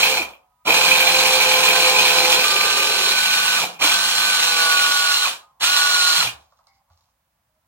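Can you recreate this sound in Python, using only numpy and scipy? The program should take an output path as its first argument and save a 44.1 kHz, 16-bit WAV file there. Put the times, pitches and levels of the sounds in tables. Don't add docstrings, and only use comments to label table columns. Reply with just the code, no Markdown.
import sys
import numpy as np
from scipy import signal
from scipy.fft import rfft, irfft, next_fast_len
from scipy.io import wavfile
from scipy.ndimage import map_coordinates

SR = 44100
rng = np.random.default_rng(int(sys.argv[2]) if len(sys.argv) > 2 else 0)


def to_linear_factor(level_db):
    exponent = np.asarray(level_db, float) / 20
    return 10 ** exponent


def digitize_waveform(pressure):
    field = np.atleast_2d(pressure).T
    bounded = np.clip(field, -1, 1)
    quanta = np.round(bounded * 32767).astype(np.int16)
    wavfile.write(sys.argv[1], SR, quanta)


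N = 338247
T = np.arange(N) / SR
GEAR = 4.06

# on_s, off_s
SWITCH = [(-.5, 0.18), (.648, 3.585), (3.79, 5.2414), (5.597, 6.203)]
# centre_hz, width_hz, gain_db
BOWL = [(2377, 180, 1.5), (2525, 110, 3), (2770, 140, -8.5), (3210, 63, -2.5), (13500, 2100, -24)]


def unit(x):
    return x / np.sqrt(np.mean(x ** 2) + 1e-20)


def along(points, hz):
    f, v = np.transpose(points)
    return np.interp(np.log(hz + 1), np.log(f + 1), v)


def curves(table):
    s, *cols = np.transpose(table)
    return [np.interp(T, s, c) for c in cols]


def wobble(rate):
    knots = rng.standard_normal(int(N / SR * 400))
    return map_coordinates(knots, [T * min(rate, 390)])


def filtered(x, response):
    m = next_fast_len(N + SR // 2)
    return irfft(rfft(x, m) * response(np.fft.rfftfreq(m, 1 / SR)), m)[..., :N]


def modes(table):
    def response(f):
        return sum((-1) ** k * to_linear_factor(db) * 1j * f * width / (centre ** 2 - f * f + 1j * f * width)
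                   for k, (centre, width, db) in enumerate(table))
    return response


def squared_modes(table):
    return lambda f: modes(table)(f) ** 2


def grit(rate, spread_db):
    chance, size, sign = rng.random(N), rng.exponential(size=N), rng.standard_normal(N)
    return unit((chance < rate / SR) * to_linear_factor(spread_db * np.minimum(size, 2)) * sign)


def window(start, end, fade):
    return np.clip((T - start) / fade, 0, 1) * np.clip((end - T) / fade, 0, 1)


def quiet():
    # hz, density_db
    floor_spectrum = [(26, -24), (50, 3), (149, -5), (448, -23), (519, -12), (932, -8), (1520, -14),
                      (3240, -20), (7630, -23), (15500, -21)]
    # start_s, end_s, level_db, fall_db_per_s
    murk_spells = [(0.298, 0.662, -63, 39), (5.4, 5.619, -59.5, 49), (6.4, 7.12, -72.5, 3)]
    # start_s, end_s, pitch_hz, peak_db
    faint_tones = [(0.356, 0.552, 742, -67.5), (.4, .64, 982, -69.5), (0.39, .64, 1258, -73.5),
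                   (5.42, 5.52, 1240, -58), (5.45, 5.6, 1040, -64), (6.68, 6.83, 781, -67.5),
                   (7.487, 7.6, 631, -76)]
    floor_db = -71

    def coherence(f):
        blend = np.arctan(f / 600)
        return np.array([np.cos(blend), np.sin(blend)])[[0, 1, 1]]

    floor = filtered(rng.standard_normal((3, N)), lambda f: to_linear_factor(along(floor_spectrum, f)) * coherence(f))
    bed = to_linear_factor(floor_db) * unit(floor[0] + floor[1:])

    band = squared_modes([(800, 320, 0), (1161, 500, -2)])
    murk = unit(filtered(rng.standard_normal((3, N)), band))
    fading = sum(to_linear_factor(db - fall_db * (T - a)) * window(a, b, .03) for a, b, db, fall_db in murk_spells)
    bed = bed + fading * to_linear_factor(2.5 * wobble(28)) * (.83 * murk[0] + .6 * murk[1:])

    tones = np.zeros(N)
    for start, end, hz, db in faint_tones:
        level = to_linear_factor(db + 3 * wobble(30)) * window(start, end, .01)
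        tones += level * np.sin(2 * np.pi * hz * np.cumsum(1 + .0061 * wobble(8.9)) / SR)
    return (bed + tones) * to_linear_factor([[-.9], [.9]])


def kitchen(x):
    # hz, t60_s
    decay_times = [(350, .33), (650, 0.46), (2500, 0.16), (6000, 0.092), (14000, 0.074)]
    # hz, gain_db
    wet = [(60, -27), (150, -17), (300, -2.5), (700, -5), (1500, -4.5), (4000, -3.5), (12000, 2.5)]
    hz, t, z = signal.stft(x, SR, nperseg=1024, noverlap=768)
    decay = to_linear_factor(-120 * (t[:96] - t[0]) / along(decay_times, hz)[:, None])
    decay[:, :2] = 0
    decay /= decay.sum(1, keepdims=True)
    power = signal.fftconvolve(np.abs(z) ** 2, decay, axes=1)[:, :len(t)]
    fresh = signal.stft(rng.standard_normal((2, N)), SR, nperseg=1024, noverlap=768)[2]
    fresh = fresh / np.sqrt(np.mean(np.abs(fresh) ** 2))
    field = fresh * np.sqrt(np.abs(power)) * to_linear_factor(along(wet, hz))[:, None]
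    return signal.istft(field, SR, nperseg=1024, noverlap=768)[1][:, :N]


def hand():
    # start_s, knock_db, tick_db
    taps = [(6.522, -43.5, -60.5), (6.589, -42, -55.5), (6.669, -45, -41), (6.901, -43.5, -54),
            (6.974, -64.5, -50), (7.008, -56, -50)]
    # start_s, end_s, level_db, squeak_db against the rub
    rubs = [(6.397, 6.659, -71.5, -20), (6.672, 6.791, -76.5, 6), (6.894, 7.12, -73, -22)]
    # centre_hz, width_hz, gain_db
    handle = [(530, 160, -3), (748, 270, 0.5), (935, 100, 5), (1180, 330, 1.5)]
    # centre_hz, width_hz, gain_db
    shell = [(4700, 2400, 0)]
    # centre_hz, width_hz, gain_db
    palm = [(4000, 2500, -1.5), (6820, 2000, -5.5)]
    # centre_hz, width_hz, gain_db
    squeak_modes = [(1970, 145, 1), (2200, 120, 3), (4930, 400, -1)]
    scrape_t60_s, tick_t60_s = .085, .025
    blow_db = 16

    knock, tick = np.zeros((2, N))
    t = np.arange(SR // 8) / SR
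    for s, knock_db, tick_db in taps:
        at = round(s * SR)
        blow_and_scrape = rng.standard_normal(len(t)) + to_linear_factor(blow_db) * (t == 0)
        knock[at:at + len(t)] += to_linear_factor(knock_db - 60 * t / scrape_t60_s) * blow_and_scrape
        tick[at:at + len(t)] += to_linear_factor(tick_db - 60 * t / tick_t60_s) * rng.standard_normal(len(t))

    skin = unit(filtered(grit(1500, spread_db=4.5) * to_linear_factor(4 * wobble(40)), modes(palm)))
    squeak = unit(filtered(rng.standard_normal(N), squared_modes(squeak_modes)))
    sliding = np.zeros(N)
    for start, end, db, squeak_db in rubs:
        level = to_linear_factor(db - 27 * (T - start)) * window(start, end, .0078)
        sliding += level * (skin + to_linear_factor(squeak_db) * squeak)
    return filtered(knock, squared_modes(handle)) + filtered(tick, squared_modes(shell)) + sliding


def jolts():
    # start_s, pitch_hz, level_db, t60_s
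    shudders = [(0.219, 62.1, -56, 0.34), (.67, 309, -36.5, 0.26), (3.6, 179.3, -50, 0.61),
                (3.838, 299.5, -31.5, 0.14), (6.17, 156, -47, 0.4), (6.247, 120, -44, 0.25),
                (6.335, 75, -58.5, 0.43), (6.904, 91.2, -62, 0.34)]
    out, t = np.zeros(N), np.arange(SR // 4) / SR
    for s, hz, db, t60 in shudders:
        cycles = hz * np.cumsum(1 + .1 * wobble(70)[:len(t)]) / SR
        envelope = to_linear_factor(db - 60 * t / t60) * (1 - np.exp(-t / .0057))
        out[round(s * SR):][:len(t)] += envelope * 3 * np.sin(2 * np.pi * cycles)
    return out


def slams():
    # start_s, peak_db
    wall_blows = [(.175, -12), (.215, -15), (.674, -8), (.703, -8), (.722, -8), (.912, -9), (1.259, -9),
                  (1.962, -8), (1.984, -7), (5.253, -14), (5.635, -13)]
    ring = filtered(T == 0, squared_modes(BOWL[:2]))[:SR // 10]
    s, db = np.transpose(wall_blows)
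    blows = np.bincount(np.round(s * SR).astype(int), to_linear_factor(db), N)
    return signal.fftconvolve(blows, ring / np.abs(ring).max())[:N]


def swell():
    up, down = [], []
    for on, off in SWITCH:
        since_on = T - on
        rise = np.clip(since_on / .009, 0, 1) * to_linear_factor(-19 * np.clip(1 - since_on / .034, 0, 1))
        up.append(np.where(since_on > 0, rise, 0))
        down.append(to_linear_factor(-230 * np.clip(T - off - .05, 0, None)))
    return np.max(np.multiply(up, down), axis=0)


def spool():
    up = [np.where(T > on, 1 - .55 * np.exp(-np.abs(T - on) / .03), 0) for on, off in SWITCH]
    down = [np.exp(-np.clip(T - off, 0, None) / .07) for on, off in SWITCH]
    return np.max(np.multiply(up, down), axis=0)


def ringing_spells():
    # centre_hz, width_hz, start_s, end_s, level_db against the load's level
    spells = [(452, 200, 2.42, 3.17, -14), (4920, 120, 1.85, 2.8, -12)]
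    out = np.zeros(N)
    for hz, width, start, end, db in spells:
        band = unit(filtered(rng.standard_normal(N), squared_modes([(hz, width, 0)])))
        out += to_linear_factor(db) * window(start, end, .05) * band
    return out


def nuts(angle):
    # start_s, level_db, coarseness (about 0-1)
    load = [(0, -23, 0.97), (.1, -25.5, 1.05), (.25, -34.5, .95), (.66, -23.5, 0.92), (.8, -23, 0.9),
            (2.4, -23, 0.89), (2.47, -24, 0.8), (3.12, -25.5, 0.8), (3.25, -25, 0.7), (3.55, -25, 0.7),
            (3.8, -20, 0.58), (3.96, -23, .5), (4, -24.5, 0.5), (4.8, -24, 0.59), (5.2, -24.5, 0.05),
            (5.7, -22, 0.05), (5.95, -25, 0.5), (6.15, -23.5, 0.29)]
    # hz, density_db
    hiss_spectrum = [(290, -58), (500, -32), (1030, -12.5), (1210, -11.5), (1440, -9), (2090, -16),
                     (2830, -5), (3730, -7), (4180, -8.5), (4760, -11.5), (7140, -16), (15800, -29.5)]
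    # hz, density_db
    rumble_spectrum = [(24, -73.5), (40, -32.5), (177, -15.5), (467, -15), (511, -7.5), (622, -13.5),
                       (682, -6), (1010, -4.5), (1190, -10), (1500, -15), (1950, -51.5), (3300, -120)]
    # centre_hz, width_hz, gain_db
    housing = [(4135, 190, 9.5), (6090, 220, -3.5), (7170, 210, -5), (9140, 170, -6)]
    # centre_s, half_length_s, lift_db
    ring_surges = [(3.1, .3, 4.5), (6.001, .35, 6.5)]
    # fine_meal_db, more_when_coarse_db, more_while_flung_db,
    # share of the last while the nuts fall back
    rumble_law = (-22, 16, 11.5, 1.06)
    knock_law = (-14, 18, 6, 0.74)
    ring_law = (-2, 0, -5.5, 1.5)
    fling_s, fall_s, fall_db = .09, .064, -5
    fines_drop_db_per_s = 11.5
    sweep_db = 4

    load_db, coarse = curves(load)
    flung = sum((T > on) * np.exp(-np.abs(T - on) / fling_s) for on, off in SWITCH)
    falling, since_stop = np.zeros((2, N))
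    next_starts = [on for on, off in SWITCH[1:]] + [N / SR]
    for (on, off), back in zip(SWITCH, next_starts):
        falling += (T < back) * np.clip((T - off) / fall_s, 0, 1)
        since_stop += (T < back) * np.clip(T - off, 0, None)
    fines_db = -fines_drop_db_per_s * since_stop
    surge_db = sum(db * np.clip(1 - np.abs(T - s) / half, 0, 1) for s, half, db in ring_surges)

    def gain(fine_db, coarse_db, stir_db, fall_share):
        return to_linear_factor(fine_db + coarse_db * coarse + stir_db * (flung + fall_share * falling))

    beat = 1 + .2 * np.sin(angle) + .15 * np.sin(angle / GEAR) + .15 * np.sin(2 * np.pi * 100 * T)
    lumps_db = .56 * wobble(35)

    spray = rng.standard_normal(N) + .5 * grit(3000, spread_db=3.0)
    spray = beat * to_linear_factor(lumps_db + 1.9 * wobble(120)) * spray
    hiss = unit(filtered(spray, lambda f: to_linear_factor(along(hiss_spectrum, f))))

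    shaking = beat * to_linear_factor(lumps_db + 1.3 * wobble(70)) * rng.standard_normal(N)
    ring = unit(filtered(shaking, modes(housing)))

    tumble = beat * to_linear_factor(lumps_db + .5 * wobble(60)) * rng.standard_normal(N)
    rumble = unit(filtered(tumble, lambda f: to_linear_factor(along(rumble_spectrum, f))))

    bunching_db = 2.8 * wobble(80) + sweep_db * np.sin(angle / GEAR + 1.2 * wobble(14))
    impacts = grit(1200, spread_db=4.0) + .6 * rng.standard_normal(N)
    knocks = unit(filtered(impacts * to_linear_factor(bunching_db), modes(BOWL)))

    mix = to_linear_factor(3 + fines_db) * hiss + gain(*rumble_law) * rumble + gain(*knock_law) * knocks
    mix = mix + gain(*ring_law) * to_linear_factor(surge_db + fines_db) * ring + ringing_spells()
    return swell() * to_linear_factor(load_db + fall_db * falling) * mix


def blade_hum(angle):
    # blade_order, start_s, end_s, level_db
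    blade_lines = [(5, 2.5, 4.65, -56), (9, 1.2, 3.2, -48), (10, 2.42, 3.17, -46.5),
                   (13, 2.42, 3.25, -46.5)]
    hum = np.zeros(N)
    for order, start, end, db in blade_lines:
        level = np.sqrt(2) * to_linear_factor(db + 1.6 * wobble(14)) * window(start, end, .1)
        hum += level * np.sin(order * angle / GEAR + .4 * wobble(15))
    return hum


def motor():
    # start_s, speed_hz, strain_db of the drive
    shaft_speed = [(0.01, 173.1, -9.5), (.85, 173.9, -5), (1.8, 171.7, -3), (2.39, 169.6, -4),
                   (2.45, 170.3, -3.5), (2.75, 171.2, -4), (3.02, 168.8, -5), (3.1, 168.1, -1),
                   (3.6, 167.2, 0), (3.85, 171.1, -0.5), (4.1, 169.4, -4), (4.33, 168.2, 2),
                   (4.46, 166.1, -3), (4.73, 162.5, 5.5), (5.13, 161.6, 2.5), (5.18, 163.4, -8),
                   (5.25, 164.3, 4.5), (5.65, 164.8, -0.5), (5.88, 162.5, 5), (6.02, 159.3, 4),
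                   (6.12, 158.7, 4), (6.15, 160.3, -5), (6.22, 164.3, 4.5)]
    # start_s, looseness (0-1)
    looseness = [(0, 0.66), (.8, 0.88), (2.39, 1), (2.75, 0.75), (3.02, 0.55), (3.15, .1), (3.85, .35),
                 (4.3, 0.38), (4.6, 0.92), (4.95, 0.35), (5.6, 0.34), (6.2, 0.24)]
    # order, level_db, more_before_seating_db,
    # more_when_loose_db, share of the strain
    main_orders = [(3, -60, 11, 16, 0), (5, -51.5, 4, 12, 0.27), (7, -41, -17.5, 8, 0.83),
                   (9, -30, -3.5, 1, 0.99)]
    # order, offset_hz, order that it follows,
    # level_db against that
    low_orders = [(1, 0.5, 3, -19.5), (6, 0.5, 3, -3), (2, 99.5, 3, -9), (4, 99.5, 3, -4),
                  (5, 99.5, 3, -10.5), (2, 0, 5, -14.5), (4, -1, 5, -6.5), (10, -1, 5, -14.5)]
    # start_s, end_s, lift_db
    seventh_sings = (2.42, 2.88, 4.5)
    seats_s, seating_s = 2.41, .045

    hz, strain_db = curves(shaft_speed)
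    loose = np.clip(curves(looseness)[0], 0, 1)
    unseated = np.clip((seats_s - T) / seating_s + .5, 0, 1)
    level_db = {}
    for order, db, early_db, loose_db, share in main_orders:
        level_db[order] = db + early_db * unseated + loose_db * loose + share * strain_db
    start, end, lift_db = seventh_sings
    level_db[7] = level_db[7] + lift_db * window(start, end, .03)

    speed = spool()
    slack = 1 - speed
    chatter = .38 * slack * wobble(150)
    angle = 2 * np.pi * np.cumsum(hz * speed * (1 + .0011 * wobble(30) + chatter)) / SR
    stumble_db = slack * (15 * wobble(90) - 17)

    whine = np.zeros(N)
    main_lines = [(order, 0, order, 0) for order in level_db]
    for order, above_hz, leader, db in main_lines + list(low_orders):
        phase = order * angle + 2 * np.pi * above_hz * T + rng.uniform(0, 2 * np.pi)
        shake_db = (.7 + 2.6 * unseated) * wobble(25) + stumble_db
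        whine += np.sqrt(2) * to_linear_factor(level_db[leader] + db + shake_db) * np.sin(phase)
    whine += blade_hum(angle)
    loaded = np.clip((speed - .42) / .2, 0, 1)
    return to_linear_factor(3.5) * whine * loaded * swell(), angle


def scene():
    # hz, phase_rad
    lead = [(0, -0.1), (350, .5), (950, 0.58), (1550, 1.47), (2400, -2), (3270, -2.5), (4130, -2),
            (5200, -4), (6720, -4.5), (9040, -5), (15000, -23)]
    # hz, difference_db
    tilt = [(100, -1), (300, 1), (600, -5), (1500, -1), (4000, -4.5), (10000, -3)]
    whine, angle = motor()
    rough = nuts(angle) + slams() + jolts() + hand()
    side = np.array([[.5], [-.5]])

    def ports(f):
        return to_linear_factor(side * along(tilt, f)) * np.exp(1j * side * np.interp(f, *np.transpose(lead)))

    direct = filtered(whine + rough, ports)
    room = kitchen(rough + to_linear_factor(-9) * whine)
    return direct + room + quiet()


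def low_pass(x):
    return signal.sosfilt(signal.butter(12, 16900, fs=SR, output="sos"), x)


def record(dry):
    rounded = dry / (1 + np.abs(dry / .95) ** 6) ** (1 / 6)
    finished = filtered(rounded, lambda hz: hz < 15850)
    return low_pass(finished)


dry = scene()
out = record(dry)
digitize_waveform(out)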